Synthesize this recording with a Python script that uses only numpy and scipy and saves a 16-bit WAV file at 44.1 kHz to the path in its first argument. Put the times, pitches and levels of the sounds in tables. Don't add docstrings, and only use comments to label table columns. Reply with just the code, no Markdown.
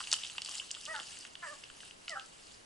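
import sys
import numpy as np
from scipy import signal
from scipy.fft import rfft, irfft, next_fast_len
from scipy.io import wavfile
from scipy.ndimage import uniform_filter1d

SR = 44100
rng = np.random.default_rng(int(sys.argv[2]) if len(sys.argv) > 2 else 0)


def attenuation_scalar(level_db):
    decades = np.asarray(level_db, float) / 20
    return 10 ** decades


def wav_out(sig):
    wavfile.write(sys.argv[1], SR, np.round(np.clip(np.atleast_2d(sig).T, -1, 1) * 32767).astype(np.int16))


N = 116865


def evened(x):
    return x / np.sqrt(np.mean(x ** 2) + 1e-20)


def slow_noise(first, second):
    noise = uniform_filter1d(rng.standard_normal(N), first)
    return evened(uniform_filter1d(noise, second))


def read(points, hz):
    f, value = np.transpose(points)
    return np.interp(np.log(hz + 1), np.log(f + 1), value)


def colour(x, gain):
    size = next_fast_len(N + SR // 4)
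    return irfft(rfft(x, size) * gain(np.fft.rfftfreq(size, 1 / SR)), size)[..., :N]


def peak(hz, centre_hz, width):
    return 1j * hz * width / (centre_hz ** 2 - hz ** 2 + 1j * hz * width)


def housing(hz):
    # (frequency [Hz], width [Hz], level [dB])
    cavities = [(2900, 420, 8), (4750, 700, 5), (7900, 1500, 0)]
    return sum(attenuation_scalar(db) * peak(hz, f, w) for f, w, db in cavities)


def ports(x):
    # (frequency [Hz], lead [radians])
    lead = [(100, 0.23), (600, 1.4), (1200, 0.5), (2100, 1.11), (2900, 0.34), (5800, 0.3), (11000, 0.046)]
    # (frequency [Hz], difference [dB])
    tilt = [(100, -13), (1000, -0.5), (3000, -0.7), (8000, 1.5)]

    def turn(hz):
        return np.exp(.5j * read(lead, hz)) * attenuation_scalar(.5 * read(tilt, hz))

    return np.array([colour(x, turn), colour(x, lambda hz: 1 / turn(hz))])


def spread(one, other):
    # (frequency [Hz], correlation [-1 to 1])
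    likeness = [(60, 1), (170, 0.3), (490, -0.58), (1420, -0.5), (4060, 0.052), (11700, 0.44)]

    def same(hz):
        return np.clip(read(likeness, hz), -1, 1)

    unlike = colour(other, lambda hz: np.sqrt(1 - same(hz) ** 2))
    return np.array([one, colour(one, same) + unlike])


def scrub(x):
    t60_s, level_db = 0.27, -3
    t = np.arange(SR // 2) / SR
    taps = rng.standard_normal((2, len(t))) * (rng.random((2, len(t))) < .05)
    taps = taps * attenuation_scalar(-60 * t / t60_s) * (t > .008)
    taps = taps / np.linalg.norm(taps[0])
    return attenuation_scalar(level_db) * signal.fftconvolve(x[None], taps, axes=1)[:, :N]


def hush():
    # (frequency [Hz], level [dB])
    air_tone = [(15, -10), (25, -14), (500, -9), (970, -11.5), (11300, -25), (14700, -40), (22000, -120)]
    noise = colour(rng.standard_normal((2, N)), lambda hz: attenuation_scalar(read(air_tone, hz)))
    return attenuation_scalar(-58) * spread(*evened(noise))


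def patchy(x):
    patch_db = 2.5
    z = signal.stft(x, nperseg=256)[2]
    field = uniform_filter1d(rng.standard_normal(z.shape[1:]), size=6, axis=0)
    field = evened(uniform_filter1d(field, size=9, axis=1))
    return signal.istft(z * attenuation_scalar(patch_db * field), nperseg=256)[1][:, :N]


def grass():
    # (time [s], level [dB])
    stirring = [(0, -45.5), (.15, -46), (.33, -51), (.43, -55), (.46, -48), (.56, -43), (.68, -53.5),
                (1.1, -49), (1.24, -53), (1.36, -63), (1.47, -51.5), (1.72, -59.5), (1.872, -52),
                (1.96, -66), (2.1, -56), (2.35, -59.5), (2.55, -57), (2.65, -69)]
    # (frequency [Hz], level [dB])
    rustle_tone = [(410, -77), (700, -10), (2400, -8.5), (2800, -4), (4510, -5.5), (8060, -6), (11300, -14),
                   (14700, -47), (22000, -120)]
    grains_per_s, grain_spread_db, hiss_db = 2600, 1, -1
    housing_db, near_db, around_db = -5.5, -1.5, -6

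    size = attenuation_scalar(grain_spread_db * np.minimum(rng.exponential(1, (3, N)), 3))
    size = size * rng.standard_normal((3, N))
    grains = evened(size * (rng.random((3, N)) < grains_per_s / SR))
    rustle = grains + attenuation_scalar(hiss_db) * rng.standard_normal((3, N))

    def tone(hz):
        return attenuation_scalar(read(rustle_tone, hz)) * (1 + attenuation_scalar(housing_db) * housing(hz))

    near, one, other = evened(patchy(colour(rustle, tone)))
    s, db = np.transpose(stirring)
    level = attenuation_scalar(np.interp(np.arange(N) / SR, s, db))
    return level * (attenuation_scalar(near_db) * ports(near) + attenuation_scalar(around_db) * spread(one, other))


def thud():
    knock_times = [.0392, .1278, .129, .382, .4192, .5965, .5988, .7136, .9515, 1.0055, 1.1885, 1.2085,
                   2.0948]
    # (peak level [dB], ring [Hz], width [Hz])
    pieces = [(-32.5, 3100, 1100), (-8.5, 5000, 5600), (-41, 580, 560), (-37.5, 1030, 270),
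              (-21.5, 4440, 6500), (-43.5, 3200, 650), (-28, 2960, 420), (-20.5, 6350, 3200),
              (-28, 2200, 5400), (-36, 430, 1400), (-26, 9100, 6200), (-41, 4750, 990), (-24, 5600, 5800)]
    splinter_db, splinter_s = -19, .003
    out, t = np.zeros(N), np.arange(1024) / SR
    hz = np.fft.rfftfreq(1024, 1 / SR)
    for s, (db, ring_hz, width) in zip(knock_times, pieces):
        splinters = rng.standard_normal(1024) * np.exp(-t / splinter_s)
        blow = (t == 0) + attenuation_scalar(splinter_db) * splinters
        knock = irfft(rfft(blow) * peak(hz, ring_hz, width) ** 2)
        out[round(s * SR):][:1024] += attenuation_scalar(db) * knock / abs(knock).max()
    return out


def snaps(rows, sharpness):
    tick_s, late_s = .00015, .0008
    creak_s, creak_db = .001, -23
    rattle_s, rattle_db = .003, -22
    notch_hz, notch_width_hz = 2370, 520
    lead = 128
    t, out = (np.arange(1024) - lead) / SR, np.zeros(N + 1024)
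    hz = np.fft.rfftfreq(1024, 1 / SR)
    creak = attenuation_scalar(creak_db) * np.exp(t / creak_s)
    rattle = attenuation_scalar(rattle_db) * np.exp(-abs(t) / rattle_s)
    for s, db, ring_hz in rows:
        tick = rng.standard_normal(1024) * np.exp(-abs(t) / tick_s)
        crackle = rng.standard_normal(1024) * np.where(t < 0, creak, rattle)
        shape = tick / np.linalg.norm(tick) + crackle
        body = peak(hz, ring_hz, ring_hz / sharpness) * peak(hz, ring_hz, ring_hz)
        ring = irfft(rfft(shape) * body)
        out[round((s + late_s) * SR) - lead:][:1024] += attenuation_scalar(db) * ring / abs(ring).max()
    return colour(out[:N], lambda f: 1 - peak(f, notch_hz, notch_width_hz))


def twigs():
    # (time [s], peak level [dB], ring [Hz])
    thick_sticks = [(0.004, -30, 1100), (0.012, -35, 1300), (0.125, -31, 1146), (0.134, -27, 1500),
                    (0.351, -41.5, 1410), (0.379, -41, 1980), (0.487, -39.5, 1320), (0.615, -44, 1320),
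                    (0.766, -41.5, 1310), (0.991, -31, 1700), (1.17, -36.5, 2250), (1.25, -33, 1630),
                    (1.354, -39, 1870), (1.635, -42, 1730), (1.7, -42.5, 1380), (1.831, -42.5, 1300),
                    (2.081, -34, 1580)]
    dry_twigs = [(0.0034, -29.5, 2980), (0.0715, -29, 2590), (0.116, -22.5, 4420), (0.1393, -19.5, 2980),
                 (0.1642, -32, 2820), (0.2363, -28.5, 3240), (0.271, -32.5, 4960), (0.298, -32, 3250),
                 (0.3811, -23, 2730), (0.4194, -30, 3180), (0.4596, -30, 3300), (0.487, -34.5, 3050),
                 (0.5115, -28.5, 4830), (0.5504, -31, 3030), (0.581, -28, 4870), (0.7069, -33.5, 3000),
                 (0.7423, -36, 3200), (0.7488, -30.5, 3040), (0.8118, -37, 4670),
                 (0.8525, -41, 4850), (0.8594, -35, 3120), (0.9618, -28, 3370), (0.9986, -30, 2800),
                  (1.061, -46, 3000), (1.2508, -33.5, 2600), (1.353, -32.5, 2970), (1.6368, -35, 2800),
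                  (1.699, -39.5, 2930), (1.8038, -36.5, 2600), (1.9092, -35, 2760), (2.0801, -25, 2550),
                  (2.086, -39, 4760), (2.095, -32.5, 2900), (2.1053, -33.5, 4850), (2.1961, -33, 2900),
                  (2.4142, -51.5, 2650), (2.469, -40, 4530), (2.5439, -42.5, 4370)]
    dry_stalks = [(0.1151, -17, 5950), (0.1334, -10, 7800), (0.1394, -28, 6550), (0.1615, -23, 8300),
                  (0.4474, -28, 8200), (0.4923, -26, 7660), (0.5755, -29.5, 7400), (0.8111, -32.5, 8700),
                  (0.853, -29, 5900), (1.8502, -35, 8370), (2.1054, -39, 8050), (2.2598, -41, 6400)]
    # (time [s], peak level [dB], ring [Hz])
    more_ticks = [(.0105, -32.5, 5400), (.050, -39, 8000), (.2335, -31, 2880), (.247, -29, 2860),
                  (.265, -32.5, 2800), (.448, -31, 4900), (.460, -30, 4660), (.4755, -37, 2900),
                  (.5145, -32.5, 5000), (.546, -27, 8000), (.5535, -27, 7950), (.718, -39, 6300),
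                  (.807, -38, 3200), (.8215, -44, 5000), (.8635, -31.5, 3050), (1.106, -35.5, 7800),
                  (1.146, -41, 7660), (1.209, -34.5, 7760), (1.23, -44, 3020), (1.265, -42, 2870),
                  (1.334, -44, 6000), (1.6402, -40, 5100), (1.768, -47, 7400), (1.8075, -57, 2970),
                  (1.832, -46, 3000), (2.113, -41, 3860)]
    dull_hz, housing_db = 9000, -8

    wood = snaps(thick_sticks, 2.8) + snaps(dry_twigs, 3.2)
    wood = wood + snaps(dry_stalks, 2.4) + snaps(more_ticks, 3.2) + thud()

    def tone(hz):
        return (1 + attenuation_scalar(housing_db) * housing(hz)) / np.sqrt(4 + 4 * (hz / dull_hz) ** 8)

    return colour(wood, tone)


def squeal(curve):
    # (frequency [Hz], width [Hz], level [dB])
    throat_peaks = [(615, 660, -5), (880, 400, -6), (1320, 650, -7), (2650, 400, -25)]
    # (time [s], half length [s])
    catches = [(.899, .004), (.922, .005), (2.115, .007)]
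    # (time [s], half length [s], level [dB])
    breaks = [(.943, .006, 0), (.958, .01, -5), (.98, .008, -8), (1.434, .01, -5), (1.47, .012, -7),
              (2.159, .008, -2), (2.172, .006, -9)]
    mouth_hz, mouth_width_hz, mouth_db = 1757, 500, 0.5
    jitter, flutter_db, flutter_s = .004, 1.1, .007
    rasp_db, doubled_rasp_db = -20, -16
    sink_db, closed_sink_db, closing, catch_db = -5, -12, .1, -14

    t = np.arange(N) / SR
    s, *columns = np.transpose(curve)
    pitch, effort_db, double_db, mouth = (np.interp(t, s, c) for c in columns)

    def wobble():
        return slow_noise(round(flutter_s * SR), 90)

    turns = np.cumsum(pitch / 2 * (1 + jitter * wobble())) / SR
    caught_db = catch_db * sum(np.exp(-((t - at) / half) ** 2) for at, half in catches)
    closed_db = closed_sink_db * np.clip((1 - mouth) / closing, 0, 1) * (double_db > 0)
    grit = sum(attenuation_scalar(db) * np.exp(-((t - at) / half) ** 2) for at, half, db in breaks)
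    peaks = [*throat_peaks, (mouth_hz * mouth, mouth_width_hz, mouth_db)]

    voice = np.zeros(N)
    for k in range(2, 12):
        throat = sum(attenuation_scalar(db) * abs(peak(k * pitch / 2, f, w)) ** 3 for f, w, db in peaks)
        roughness = attenuation_scalar(rasp_db) + (k > 3) * (attenuation_scalar(doubled_rasp_db + double_db) + grit)
        rasp = 1 + roughness * slow_noise(100, 60)
        db = (k % 2) * double_db + (k == 2) * sink_db * attenuation_scalar(double_db)
        db = db + (k == 4) * (closed_db + caught_db) + (k > 6) * closed_db
        level = attenuation_scalar(db + flutter_db * wobble())
        voice += throat * level * rasp * np.sin(2 * np.pi * k * turns)
    sounding = uniform_filter1d(((t > s[0]) & (t < s[-1])) * 1., 200)
    return voice * attenuation_scalar(effort_db) * sounding


def boar():
    # (time [s], pitch [Hz], effort [dB], doubling [dB], mouth opening [ratio])
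    first = [(.870, 575, -62, -6, .85), (.882, 598, -45, -9, .85), (.895, 640, -43, -16, 1.08),
             (.915, 644, -41, -18, 1.09), (.934, 622, -46, -14, 1.06), (.941, 622, -46, 3, .97),
             (.958, 578, -48, 4, .95), (.992, 542, -54, 3, .96), (1.012, 530, -68, 2, .93)]
    second = [(1.416, 701, -64, -6, 1.23), (1.432, 696.4, -45.5, 2.5, 0.98), (1.45, 671, -45, 2.5, 1.01),
              (1.466, 613, -49, -8, 1.06), (1.492, 562, -47.5, -20, 0.98), (1.518, 616, -49.5, -26, 0.87),
              (1.531, 590, -46, -17, 0.8), (1.541, 550, -52.5, -23, 0.85), (1.58, 605, -70, -8, 0.88)]
    third = [(2.092, 700, -59, -24, 1.1), (2.106, 678, -46, -24, 1.14), (2.125, 634, -41.5, -24, 1.07),
             (2.139, 584, -44, -22, 1.0), (2.149, 565, -54, -18, 1), (2.154, 528, -50, 5, .82),
             (2.18, 530, -49, 6, .82), (2.203, 528, -57, 2, .9), (2.245, 500, -72, 1, .83)]
    return squeal(first) + squeal(second) + squeal(third)


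def scene():
    voice, wood = boar(), twigs()
    direct = ports(voice + attenuation_scalar(4.5) * wood)
    echoes = scrub(attenuation_scalar(-5) * voice + attenuation_scalar(-4) * wood)
    return direct + echoes + grass() + hush()


def top_cut(x):
    return signal.sosfilt(signal.butter(12, 12260, fs=SR, output="sos"), x)


def record(dry):
    edge_hz, leak_db = 11010, -33
    edge = signal.firwin(255, edge_hz, window=("kaiser", 6), fs=SR)[None]
    mix = signal.oaconvolve(dry, edge, "same") + attenuation_scalar(leak_db) * dry
    return top_cut(mix)


dry = scene()
out = record(dry)
wav_out(out)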